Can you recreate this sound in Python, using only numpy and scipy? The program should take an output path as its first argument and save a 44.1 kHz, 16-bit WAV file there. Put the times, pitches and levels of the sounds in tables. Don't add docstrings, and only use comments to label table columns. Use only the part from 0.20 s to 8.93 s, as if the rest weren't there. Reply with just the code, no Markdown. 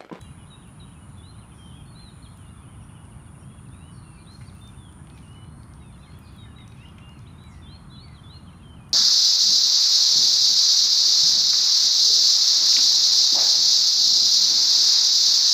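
import sys
import numpy as np
from scipy import signal
from scipy.io import wavfile
from scipy.ndimage import uniform_filter1d

SR = 44100
rng = np.random.default_rng(int(sys.argv[2]) if len(sys.argv) > 2 else 0)


def nominal_scale(level):
    x = np.asarray(level, float) / 20
    return 10 ** x


def persist_wave(psi):
    counts = np.round(np.clip(psi, -1, 1) * 32767).astype(np.int16)
    wavfile.write(sys.argv[1], SR, np.atleast_2d(counts).T)


N = 384993
TIME = np.arange(N) / SR


def evened(x):
    return x / np.sqrt(np.mean(x ** 2) + 1e-20)


def read(points, hz):
    f, value = np.transpose(points)
    return np.interp(np.log(hz + 1), np.log(f + 1), value)


def follow(rows):
    s, *columns = np.transpose(rows)
    return [np.interp(TIME, s, c) for c in columns]


def add(mix, s, sound):
    part = mix[round(s * SR):][:len(sound)]
    part += sound[:len(part)]


def resonate(x, hz, width_hz):
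    turn = np.exp(2j * np.pi * np.cumsum(hz * np.ones(len(x))) / SR)
    r = np.exp(-np.pi * width_hz / SR)
    smooth = signal.lfilter([(1 - r) ** 2], np.convolve([1, -r], [1, -r]), x / turn)
    return 2 * (turn * smooth).real


def band(x, lo_hz, hi_hz):
    return signal.sosfilt(signal.butter(3, [lo_hz, hi_hz], "bandpass", fs=SR, output="sos"), x)


def whistle(hz, level_db, edge=0.3):
    noise = rng.standard_normal((2, len(hz) + 1000))
    air = evened(uniform_filter1d(uniform_filter1d(noise, 200), 200))[:, :len(hz)]
    shimmer_db = 1.4 + .14 * max(-56 - level_db, 0)
    shape = signal.windows.tukey(len(hz), np.clip(edge, 0, 1)) * nominal_scale(shimmer_db * air[0])
    phase = 2 * np.pi * np.cumsum(hz + 12 * air[1]) / SR
    return nominal_scale(level_db) * np.sqrt(2) * shape * np.sin(phase)


def arches(rows, lean=1):
    out = np.zeros(N)
    for s, length_s, start, middle, end, db in rows:
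        u = np.linspace(0, 1, round(length_s * SR)) ** lean
        bulge_hz = middle - (start + end) / 2
        add(out, s, whistle(start + (end - start) * u + 4 * bulge_hz * u * (1 - u), db))
    return out


def glides(rows, share):
    s, length_s, start, end, db = np.transpose(rows)
    return arches(np.c_[s, length_s, start, start + share * (end - start), end, db])


def songs():
    # (time [s], length [s], pitch [Hz], level [dB])
    held_notes = [(0, 0.064, 3930, -57), (.04, 0.061, 2820, -64), (1.67, 0.03, 3500, -66),
                  (2.06, 0.064, 4200, -65), (2.37, .035, 3480, -68), (2.5, 0.027, 2160, -66),
                  (3.66, 0.067, 3880, -77), (2.26, .04, 3550, -67), (5.15, .055, 2120, -68),
                  (5.15, .15, 2350, -72), (5.72, .05, 4180, -74), (6.62, .11, 5150, -76),
                  (4.265, .03, 5350, -72), (4.19, .06, 4130, -68), (.33, .07, 2680, -66),
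                  (6.6, .035, 3750, -64), (1.79, .025, 3500, -63), (3.965, 0.075, 2400, -66),
                  (4.35, 0.065, 2690, -69), (4.405, 0.1, 3600, -56.5), (4.47, .066, 2390, -72),
                  (4.79, .03, 1690, -63), (5.5, 0.045, 2100, -70), (6, 0.13, 2476, -65),
                  (6.383, .015, 2090, -59), (6.399, .015, 2090, -59), (6.416, .015, 2080, -60),
                  (6.47, 0.089, 3800, -69), (6.9, 0.14, 4250, -74), (7.1, 0.017, 3980, -63),
                  (7.2, .09, 3930, -58.5), (7.3, 0.14, 1956, -68), (8.6, 0.083, 2480, -64.5)]
    # (time [s], length [s], middle [Hz], ends [Hz], level [dB])
    arched_notes = [(1.528, .105, 3310, 3040, -57), (1.02, 0.057, 2983, 2680, -67),
                    (1.738, 0.18, 4170, 3560, -54.5), (2.462, .085, 3090, 2680, -68),
                    (4.9, 0.09, 2580, 2300, -64.5), (3.71, .075, 5560, 5250, -73),
                    (1.65, .11, 4360, 4200, -65), (2.73, .05, 3030, 2750, -67),
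                    (2.785, .045, 2930, 2700, -68), (2.59, .03, 2880, 2700, -69),
                    (.8, .06, 2950, 2700, -66), (5.625, .095, 2595, 2180, -66),
                    (7.098, 0.14, 3640, 3820, -70), (7.45, .11, 3210, 3045, -59),
                    (7.692, 0.13, 4065, 3560, -55), (8.39, 0.0475, 2780, 2400, -65)]
    # (time [s], length [s], from [Hz], to [Hz], level [dB])
    droops = [(0, 0.08, 3370, 3030, -65), (3.82, 0.19, 2760, 2580, -66), (4.27, 0.034, 4660, 3200, -58),
              (4.53, 0.043, 2700, 2170, -68), (4.56, .16, 3560, 2890, -61), (5.11, 0.04, 2930, 2410, -67),
              (1.5, .03, 3050, 2750, -62), (8.545, .03, 3080, 2750, -63), (5.62, .04, 2750, 2570, -69),
              (5.82, 0.053, 3600, 2840, -64), (6.175, 0.088, 3800, 3664, -55),
              (6.355, 0.08, 3860, 3620, -54.5), (6.425, .028, 3680, 3350, -61),
              (8.33, 0.025, 2770, 2430, -64)]
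    falls = [(1.21, 0.034, 3280, 2680, -60.5), (1.37, 0.17, 3260, 3020, -57), (1.9, .03, 4450, 3890, -63),
             (3.22, .02, 5760, 5350, -73), (4.21, 0.048, 2884, 2670, -68), (5.025, 0.03, 3080, 2700, -61),
             (6.1, .27, 3600, 2700, -67), (2.435, .035, 3200, 2750, -67), (2.7, .025, 2600, 2100, -69),
             (5.73, .045, 3150, 2600, -68), (5.81, .045, 2800, 2400, -67), (8.3, .04, 2900, 1950, -68),
             (1.315, .025, 3250, 3000, -64), (6.25, 0.073, 1810, 1683, -62), (6.63, .022, 2100, 1950, -60),
             (6.925, 0.061, 3100, 2410, -63), (8.27, 0.032, 3300, 2940, -57)]
    swoops = [(.175, 0.082, 3180, 2870, -65), (1.55, .07, 2630, 2420, -67), (3.03, 0.085, 3700, 3320, -75),
              (5.585, .18, 3970, 3480, -67), (5.865, .035, 2250, 2090, -61), (5.83, 0.044, 3940, 3670, -65),
              (6.23, .039, 2200, 2030, -63), (7.23, .13, 2480, 2050, -63), (7.54, .04, 2893, 2380, -71),
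              (7.82, .15, 2380, 1980, -64), (7.75, .06, 3050, 2950, -66), (8.42, .14, 3270, 3050, -58.5),
              (8.57, .05, 2800, 2480, -67), (5.13, .12, 4250, 4070, -77), (6.16, .025, 4600, 3850, -68)]
    rises = [(5.22, 0.25, 4040, 4420, -74), (4.245, .03, 4250, 4650, -67), (6.02, .022, 4800, 5050, -68),
             (4.935, .055, 5400, 5700, -75), (2.405, .045, 2250, 2650, -70), (1.13, .04, 3300, 3950, -68),
             (1.205, .015, 3600, 4100, -66), (5.6, .04, 2050, 2250, -68), (.418, .026, 2800, 3750, -63),
             (.712, .028, 2750, 3650, -63), (1.18, .02, 3800, 4160, -62), (2.61, 0.055, 5400, 5830, -73),
             (3.185, 0.039, 5230, 5770, -78), (5.92, 0.062, 3243, 3400, -64),
             (7.175, .035, 3720, 3900, -64), (6.652, .016, 2850, 3160, -54),
             (6.678, 0.017, 2910, 3470, -63), (6.8, 0.14, 2730, 2870, -56.5),
             (7.062, .02, 2830, 4180, -58.5), (7.078, .014, 3670, 4070, -62), (8.67, .03, 2650, 2980, -67)]
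    s, length_s, hz, db = np.transpose(held_notes)
    ends_hz = hz * (1 - 0.0058)
    out = arches(np.c_[s, length_s, ends_hz, hz, ends_hz, db])
    s, length_s, middle, ends, db = np.transpose(arched_notes)
    out += arches(np.c_[s, length_s, ends, middle, ends, db], lean=0.78)
    out += glides(droops, share=.2) + glides(falls, share=.51)
    return out + glides(swoops, share=.72) + glides(rises, share=.58)


def twitter(count=600):
    # (time [s], level [dB])
    far_birds = [(0, -62.5), (.9, -67), (1.9, -66), (2.2, -66), (2.6, -68), (3.4, -70), (4.3, -65.5),
                 (5.3, -74), (6.5, -64), (7.9, -66.5), (8.73, -72)]
    s, length, hz, bend, arch, size = rng.random((count, 6)).T
    hz = 2500 + 1250 * hz ** 2.4
    bend_hz = np.sign(bend - .9) * (300 + 400 * arch)
    middle_hz = hz + .5 * bend_hz + 150 * size
    rows = np.c_[s * N / SR, .018 + .03 * length, hz, middle_hz, hz + bend_hz, 6.0 * size]
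    return evened(arches(rows)) * nominal_scale(follow(far_birds)[0])


def cicada(rows, strokes_per_s):
    # (delay [ms], pitch factor [ratio], width [Hz], level [dB])
    ribs = [
        (0, 1.025, 650, -1),
        (1.2, .995, 500, 0),
        (2.6, .968, 450, -5),
    ]
    level_db, hz = follow(rows)
    strokes = np.flatnonzero(np.diff(np.floor(strokes_per_s * TIME)))
    out = np.zeros(N)
    for delay_ms, pitch, width_hz, db in ribs:
        clicks = np.zeros(N + 1000)
        chance = rng.standard_normal((len(strokes), 2))
        delay = np.round((delay_ms + .25 * chance[:, 0]) * SR / 1000).astype(int)
        clicks[np.maximum(strokes + delay, 0)] = nominal_scale(0.45 * chance[:, 1])
        out += nominal_scale(db) * evened(resonate(clicks[:N], hz * pitch, width_hz))
    return nominal_scale(level_db) * evened(out)


def cicadas():
    # (time [s], level [dB], pitch [Hz])
    cicada_a = [(0, -61, 10150), (.9, -62, 9950), (2.1, -62, 9680), (3.2, -61.5, 9750), (3.75, -61.5, 9580),
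                (4.2, -64.5, 9500), (4.75, -60.5, 9530), (5.2, -72, 9600), (6.5, -79, 9600),
                (8.73, -75, 9560)]
    cicada_b = [(0, -66.5, 9260), (2, -69.5, 9230), (4, -69.5, 9500), (4.4, -81.5, 10000), (5.1, -66, 9483),
                (5.8, -67, 9660), (6.3, -71, 9500), (6.6, -73, 9760), (8.73, -76, 9550)]
    cicada_c = [(0, -72, 8950), (1, -68.5, 8930), (3, -66, 8900), (4, -65, 8900), (5.73, -66, 8870),
                (5.76, -84, 8870), (8.73, -84, 8870)]
    # (time [s], throbs so far [count])
    throbs = [(0, 0), (1.25, 7), (1.72, 10), (3.26, 19), (4.79, 28), (5.74, 34), (8.73, 35)]
    stroke_rates = (122.8, 118.4, 112)
    beats = follow(throbs)[0] % 1
    first, second, third = map(cicada, (cicada_a, cicada_b, cicada_c), stroke_rates)
    throb_db = -24 * (1 - beats) ** 3
    return band(first + second + third * nominal_scale(throb_db), 8400, 10600)


def far_insects():
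    # (pitch [Hz], width [Hz], level [dB])
    chorus = [
        (9600, 900, -70.5),
        (9050, 800, -75),
    ]
    # (time [s], level [dB], pitch [Hz])
    shrill_points = [(0, -86, 12900), (1.05, -87, 12750), (1.2, -86, 11500), (1.6, -81, 11700),
                     (3.8, -83, 11300), (5.8, -85, 11100), (8.73, -95, 10800)]
    # (time [s], level [dB])
    cricket_points = [(0, -80), (1, -77), (1.26, -87), (2, -76), (2.64, -85), (3.27, -79), (3.9, -82.5),
                      (4.9, -77), (5.31, -88), (6.25, -78), (6.44, -86), (7.8, -81), (8.73, -84)]
    noise = rng.standard_normal((3, N))
    far = sum(nominal_scale(db) * evened(resonate(noise[0], hz, width_hz)) for hz, width_hz, db in chorus)
    shrill_db, shrill_hz = follow(shrill_points)
    shrill = nominal_scale(shrill_db) * evened(resonate(noise[1], shrill_hz, 750))
    crickets_db = follow(cricket_points)[0]
    crickets_hz = 6830 + 25 * (crickets_db + 85.5)
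    return far + shrill + nominal_scale(crickets_db) * evened(resonate(noise[2], crickets_hz, 420))


def rustle():
    # (time [s], length [s], level [dB])
    gusts = [
        (1.33, 0.35, -79),
        (4.1, .45, -73),
        (4.937, 0.264, -75),
        (5.776, 0.53, -84),
        (6.55, 0.27, -79),
    ]
    still_db, rise_s, fade_db = -84.5, 0.023, -14.5
    grains = rng.standard_normal(N) * (0.72 + (rng.random(N) < 900 / SR) * 3.0)
    level = np.full(N, nominal_scale(still_db))
    for s, length_s, db in gusts:
        t = np.arange(0, length_s, 1 / SR)
        ramps = np.clip(np.minimum(t, length_s - t) / rise_s, 0, 1)
        add(level, s, nominal_scale(db + fade_db * t / length_s) * ramps)
    body = evened(resonate(grains, 5400, 3500))
    top = evened(resonate(grains, 13000, 3000))
    return nominal_scale(4.5) * level * (body + nominal_scale(-13) * top)


def wash(spectrum, patchy_db):
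    hz = np.fft.rfftfreq(2048, 1 / SR)
    a, b, patches = rng.standard_normal((N // 512 + 5, 1025, 3)).T
    patches = evened(uniform_filter1d(uniform_filter1d(patches, 20, 0), 8, 1))
    z = (a + 1j * b) * nominal_scale(read(spectrum, hz)[:, None] + patchy_db * patches)
    return evened(signal.istft(z, nperseg=2048, noverlap=1536)[1][:N])


def traffic_and_air():
    # (frequency [Hz], density [dB per Hz])
    traffic = [(12, -40), (24, -34), (58, 0), (122, 0.5), (171, -4), (340, -17), (484, -27), (1040, -21.5),
               (1320, -23.5), (1840, -32.5), (2200, -36.5), (2860, -72), (4840, -120)]
    air = [(1500, -8.5), (2200, -4.5), (3500, -1), (5000, -9.5), (7500, -14), (11000, -9), (13000, -19.5),
           (16000, -19)]
    return nominal_scale(-43) * wash(traffic, patchy_db=0.56) + nominal_scale(-70) * wash(air, patchy_db=2.2)


def ticks():
    # (time [s], ring pitch [Hz], ring level [dB], top level [dB])
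    drips = [(.0132, 6200, -47, -60), (.014, 2200, -50, -75), (.4763, 7000, -70, -64),
             (.899, 4500, -62, -80), (.9822, 7500, -62, -70), (2.0884, 7000, -72, -71),
             (2.173, 6000, -58, -61), (2.6698, 4800, -66, -82), (2.852, 5000, -62, -82),
             (4.1344, 6000, -65, -73), (4.156, 5800, -62, -82), (4.173, 5800, -63, -82),
             (4.241, 5800, -64, -82), (4.3493, 7000, -76, -63), (4.356, 7000, -76, -66),
             (4.4064, 7000, -76, -67), (4.413, 7000, -76, -68), (4.4752, 5200, -53, -64),
             (5.03, 6000, -64, -85), (5.13, 4600, -61, -78), (5.537, 4200, -53, -73),
             (5.989, 7500, -63, -56), (6.1296, 7500, -74, -68), (6.1634, 7500, -67, -63),
             (6.4777, 6200, -50, -71), (6.575, 5500, -64, -85), (6.6854, 4200, -58, -67),
             (6.8922, 5000, -57, -70), (6.991, 4600, -54, -72), (7.237, 6000, -63, -69),
             (7.238, 2400, -53, -86), (8.1444, 7500, -67, -72), (8.6934, 6500, -57, -63)]
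    twigs = [(3.487, 3600, -58, -80), (4.21, 1700, -46, -80), (4.216, 1800, -49, -86),
             (4.725, 4500, -61, -67), (4.871, 2500, -51, -85), (4.8994, 3000, -49, -85),
             (4.9756, 2900, -48, -67), (4.986, 3000, -51, -71), (5.078, 3900, -60, -79),
             (5.243, 2600, -56, -86), (5.4321, 3300, -52, -70), (5.777, 2600, -56, -76),
             (5.919, 3200, -56, -82), (5.944, 2000, -54, -86), (5.985, 1900, -55, -86),
             (6.3844, 2300, -50, -82), (6.405, 2300, -53, -86), (6.5204, 3200, -53, -71),
             (6.7825, 2200, -43, -75), (7.346, 2600, -56, -84), (7.8825, 3200, -54, -79)]
    ring_span, ring_cycles, top_t60_s = 1.45, 70, .008
    ring_db, splash_db, top_gain_db = 19, -14, 22
    out = np.zeros(N)
    t = np.arange(600) / SR
    for s, hz, db, top_db in drips + twigs:
        a, b, c = rng.standard_normal((3, 600))
        fade = nominal_scale(-60 * t * hz / ring_cycles)
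        parts = (band(a * fade, hz / ring_span, hz * ring_span),
                 band(b * fade, 1500, 8500),
                 band(c * nominal_scale(-60 * t / top_t60_s), 10500, 14800))
        ring, splash, top = (p / np.linalg.norm(p) for p in parts)
        burst = nominal_scale(db + ring_db) * (ring + nominal_scale(splash_db) * splash)
        add(out, s, burst + nominal_scale(top_db + top_gain_db) * top)
    return out


def slides(rows, middle):
    out = np.zeros(N)
    for s, length_s, start, end, db in rows:
        u = np.linspace(0, 1, round(length_s * SR))
        v = (u - middle) / (.86 - 0.605 * middle) + .5
        ease = np.sin(np.pi / 2 * np.clip(v, 0, 1) ** np.clip(.6 + middle, .5, 1.1)) ** 2
        droop = 0.72 * np.maximum(-v, 0)
        add(out, s, whistle(start + (end - start) * (ease + droop), db, edge=0.27))
    return out


def sliding_calls():
    # (time [s], length [s], from [Hz], to [Hz], level [dB])
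    leaps = [
        (.297, 0.066, 4400, 3800, -53.5),
        (.44, 0.06, 4090, 2720, -64),
        (.596, 0.053, 4600, 3824, -53.5),
        (.737, 0.055, 3700, 2600, -64),
    ]
    early_slides = [(2.17, .17, 3330, 2835, -64.5), (8.09, .125, 3340, 2844, -63),
                    (3.19, 0.225, 2900, 3330, -68), (3.49, .17, 3266, 3880, -67.5),
                    (3.595, 0.135, 2560, 2970, -62), (5.045, .225, 2740, 2980, -60.5),
                    (6.575, .135, 2380, 2847, -58)]
    tumbles = [
        (2.02, .065, 4320, 3220, -56.5),
        (7.935, .075, 4130, 3160, -58),
    ]
    return slides(leaps, .08) + slides(early_slides, .26) + slides(tumbles, .47)


def hisses():
    # (time [s], length [s], from [Hz], to [Hz], level [dB])
    chirps = [
        (1.3, .24, 5350, 5800, -73),
        (5.79, .06, 5200, 5400, -76),
        (.85, .2, 3900, 4000, -72),
        (4.3, .2, 4300, 4000, -72),
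        (1.4, .2, 3700, 3500, -70),
    ]
    out = np.zeros(N)
    for s, length_s, start, end, db in chirps:
        hz = np.linspace(start, end, round(length_s * SR))
        breath = evened(resonate(rng.standard_normal(len(hz)), hz, width_hz=700))
        add(out, s, nominal_scale(db) * np.hanning(len(hz)) ** .5 * breath)
    return out


def climbs():
    # (time [s], length [s], from [Hz], to [Hz], level [dB])
    two_steps = [
        (.96, .17, 3430, 4140, -58),
        (7.41, .175, 3490, 4280, -55),
        (7.705, .165, 3420, 4470, -54.5),
        (8.02, 0.17, 3440, 4235, -53),
    ]
    upper_s, hollow_hz, jump_share = .1, 448, 0.287
    break_db, break_s = -4, .012
    out = np.zeros(N)
    for s, length_s, low, high, db in two_steps:
        lower_s = length_s - upper_s
        t = np.arange(0, length_s, 1 / SR) - lower_s
        first = low + hollow_hz * (t / lower_s + 0.335) ** 2
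        ease = np.sin(np.pi / 2 * np.clip(t / (.8 * upper_s), 0, 1))
        second = low + (high - low) * (jump_share + (1 - jump_share) * ease)
        hz = uniform_filter1d(np.where(t < 0, first, second), size=400, mode="nearest")
        effort_db = break_db * np.exp(-(t / break_s) ** 2) + 28 * t
        add(out, s, whistle(hz, db) * nominal_scale(effort_db))
    return out


def trill(count=14):
    # (first [s], period [s], first top [Hz], last top [Hz], fall [Hz], level [dB])
    phrase = (2.533, .0766, 3080, 2800, 430, -64.5)
    first_s, period_s, top, last, fall, db = phrase
    late, high, loud = rng.standard_normal((count, 3)).T
    hz = np.linspace(top, last, count) + 45 * high
    s = first_s + period_s * np.arange(count) + .003 * late
    return arches(np.c_[s, np.full(count, .025), hz, hz - .3 * fall, hz - fall, db + 1.2 * loud])


def far_sweeps():
    # (time [s], length [s], from [Hz], to [Hz], level [dB])
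    sweeps = [
        (3.7, 0.09, 4850, 3880, -72),
        (3.77, .07, 4500, 3950, -75),
        (3.97, .07, 4450, 3900, -74),
        (3.92, 0.089, 4770, 3800, -71),
        (6.038, 0.042, 5050, 3200, -64),
        (7.258, 0.085, 8500, 3800, -70),
    ]
    return glides(sweeps, share=.45)


def knees():
    # (time [s], length [s], from [Hz], to [Hz], level [dB])
    bent_notes = [
        (4.06, .115, 2950, 4260, -55.5),
        (5.775, .19, 3200, 4260, -65),
        (8.29, .1, 3100, 4150, -72),
    ]
    knee_s, knee_share = .009, .66
    out = np.zeros(N)
    for s, length_s, start, end, db in bent_notes:
        t = np.arange(0, length_s, 1 / SR)
        shoot = knee_share * (1 - np.exp(-t / knee_s))
        creep = (1 - knee_share) * np.sin(np.pi / 2 * t / length_s)
        add(out, s, whistle(start + (end - start) * (shoot + creep), db, edge=.22))
    return out


def trees(x):
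    # (frequency [Hz], t60 [s])
    decay = [(1500, 0.79), (4000, 0.64), (8000, 0.43), (14000, 0.52)]
    taps = np.zeros(SR)
    at = np.arange(400, SR - 20, 20)
    taps[at + rng.integers(0, 20, len(at))] = rng.choice([-1., 1.], len(at))
    hz, t, z = signal.stft(taps, SR, nperseg=256)
    tail = signal.istft(z * nominal_scale(-60 * t / read(decay, hz)[:, None]), SR, nperseg=256)[1]
    return signal.fftconvolve(x, tail / np.linalg.norm(tail))[:N]


def scene():
    birds = songs() + sliding_calls() + hisses() + climbs() + trill() + knees()
    far, faint = far_sweeps(), twitter()
    small, buzz = ticks(), cicadas()
    near_sends = nominal_scale(-9.5) * birds + nominal_scale(-5.5) * small + nominal_scale(-8.0) * buzz
    echo = trees(near_sends + nominal_scale(5) * far + nominal_scale(-6.0) * faint)
    steady = birds + nominal_scale(-2.5) * far + nominal_scale(-3.5) * faint + echo + buzz
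    steady += far_insects() + rustle() + traffic_and_air()
    lowpass = signal.firwin(401, 15250, window=("kaiser", 8), fs=SR)
    dulled = signal.oaconvolve(steady, lowpass, "same")
    return (dulled + small)[None]


def band_limit(x):
    return signal.sosfilt(signal.butter(12, 15920, fs=SR, output="sos"), x)


def record(dry):
    thinned = signal.sosfilt(signal.butter(2, 38, "highpass", fs=SR, output="sos"), dry)
    return band_limit(thinned)


dry = scene()
out = record(dry)
persist_wave(out)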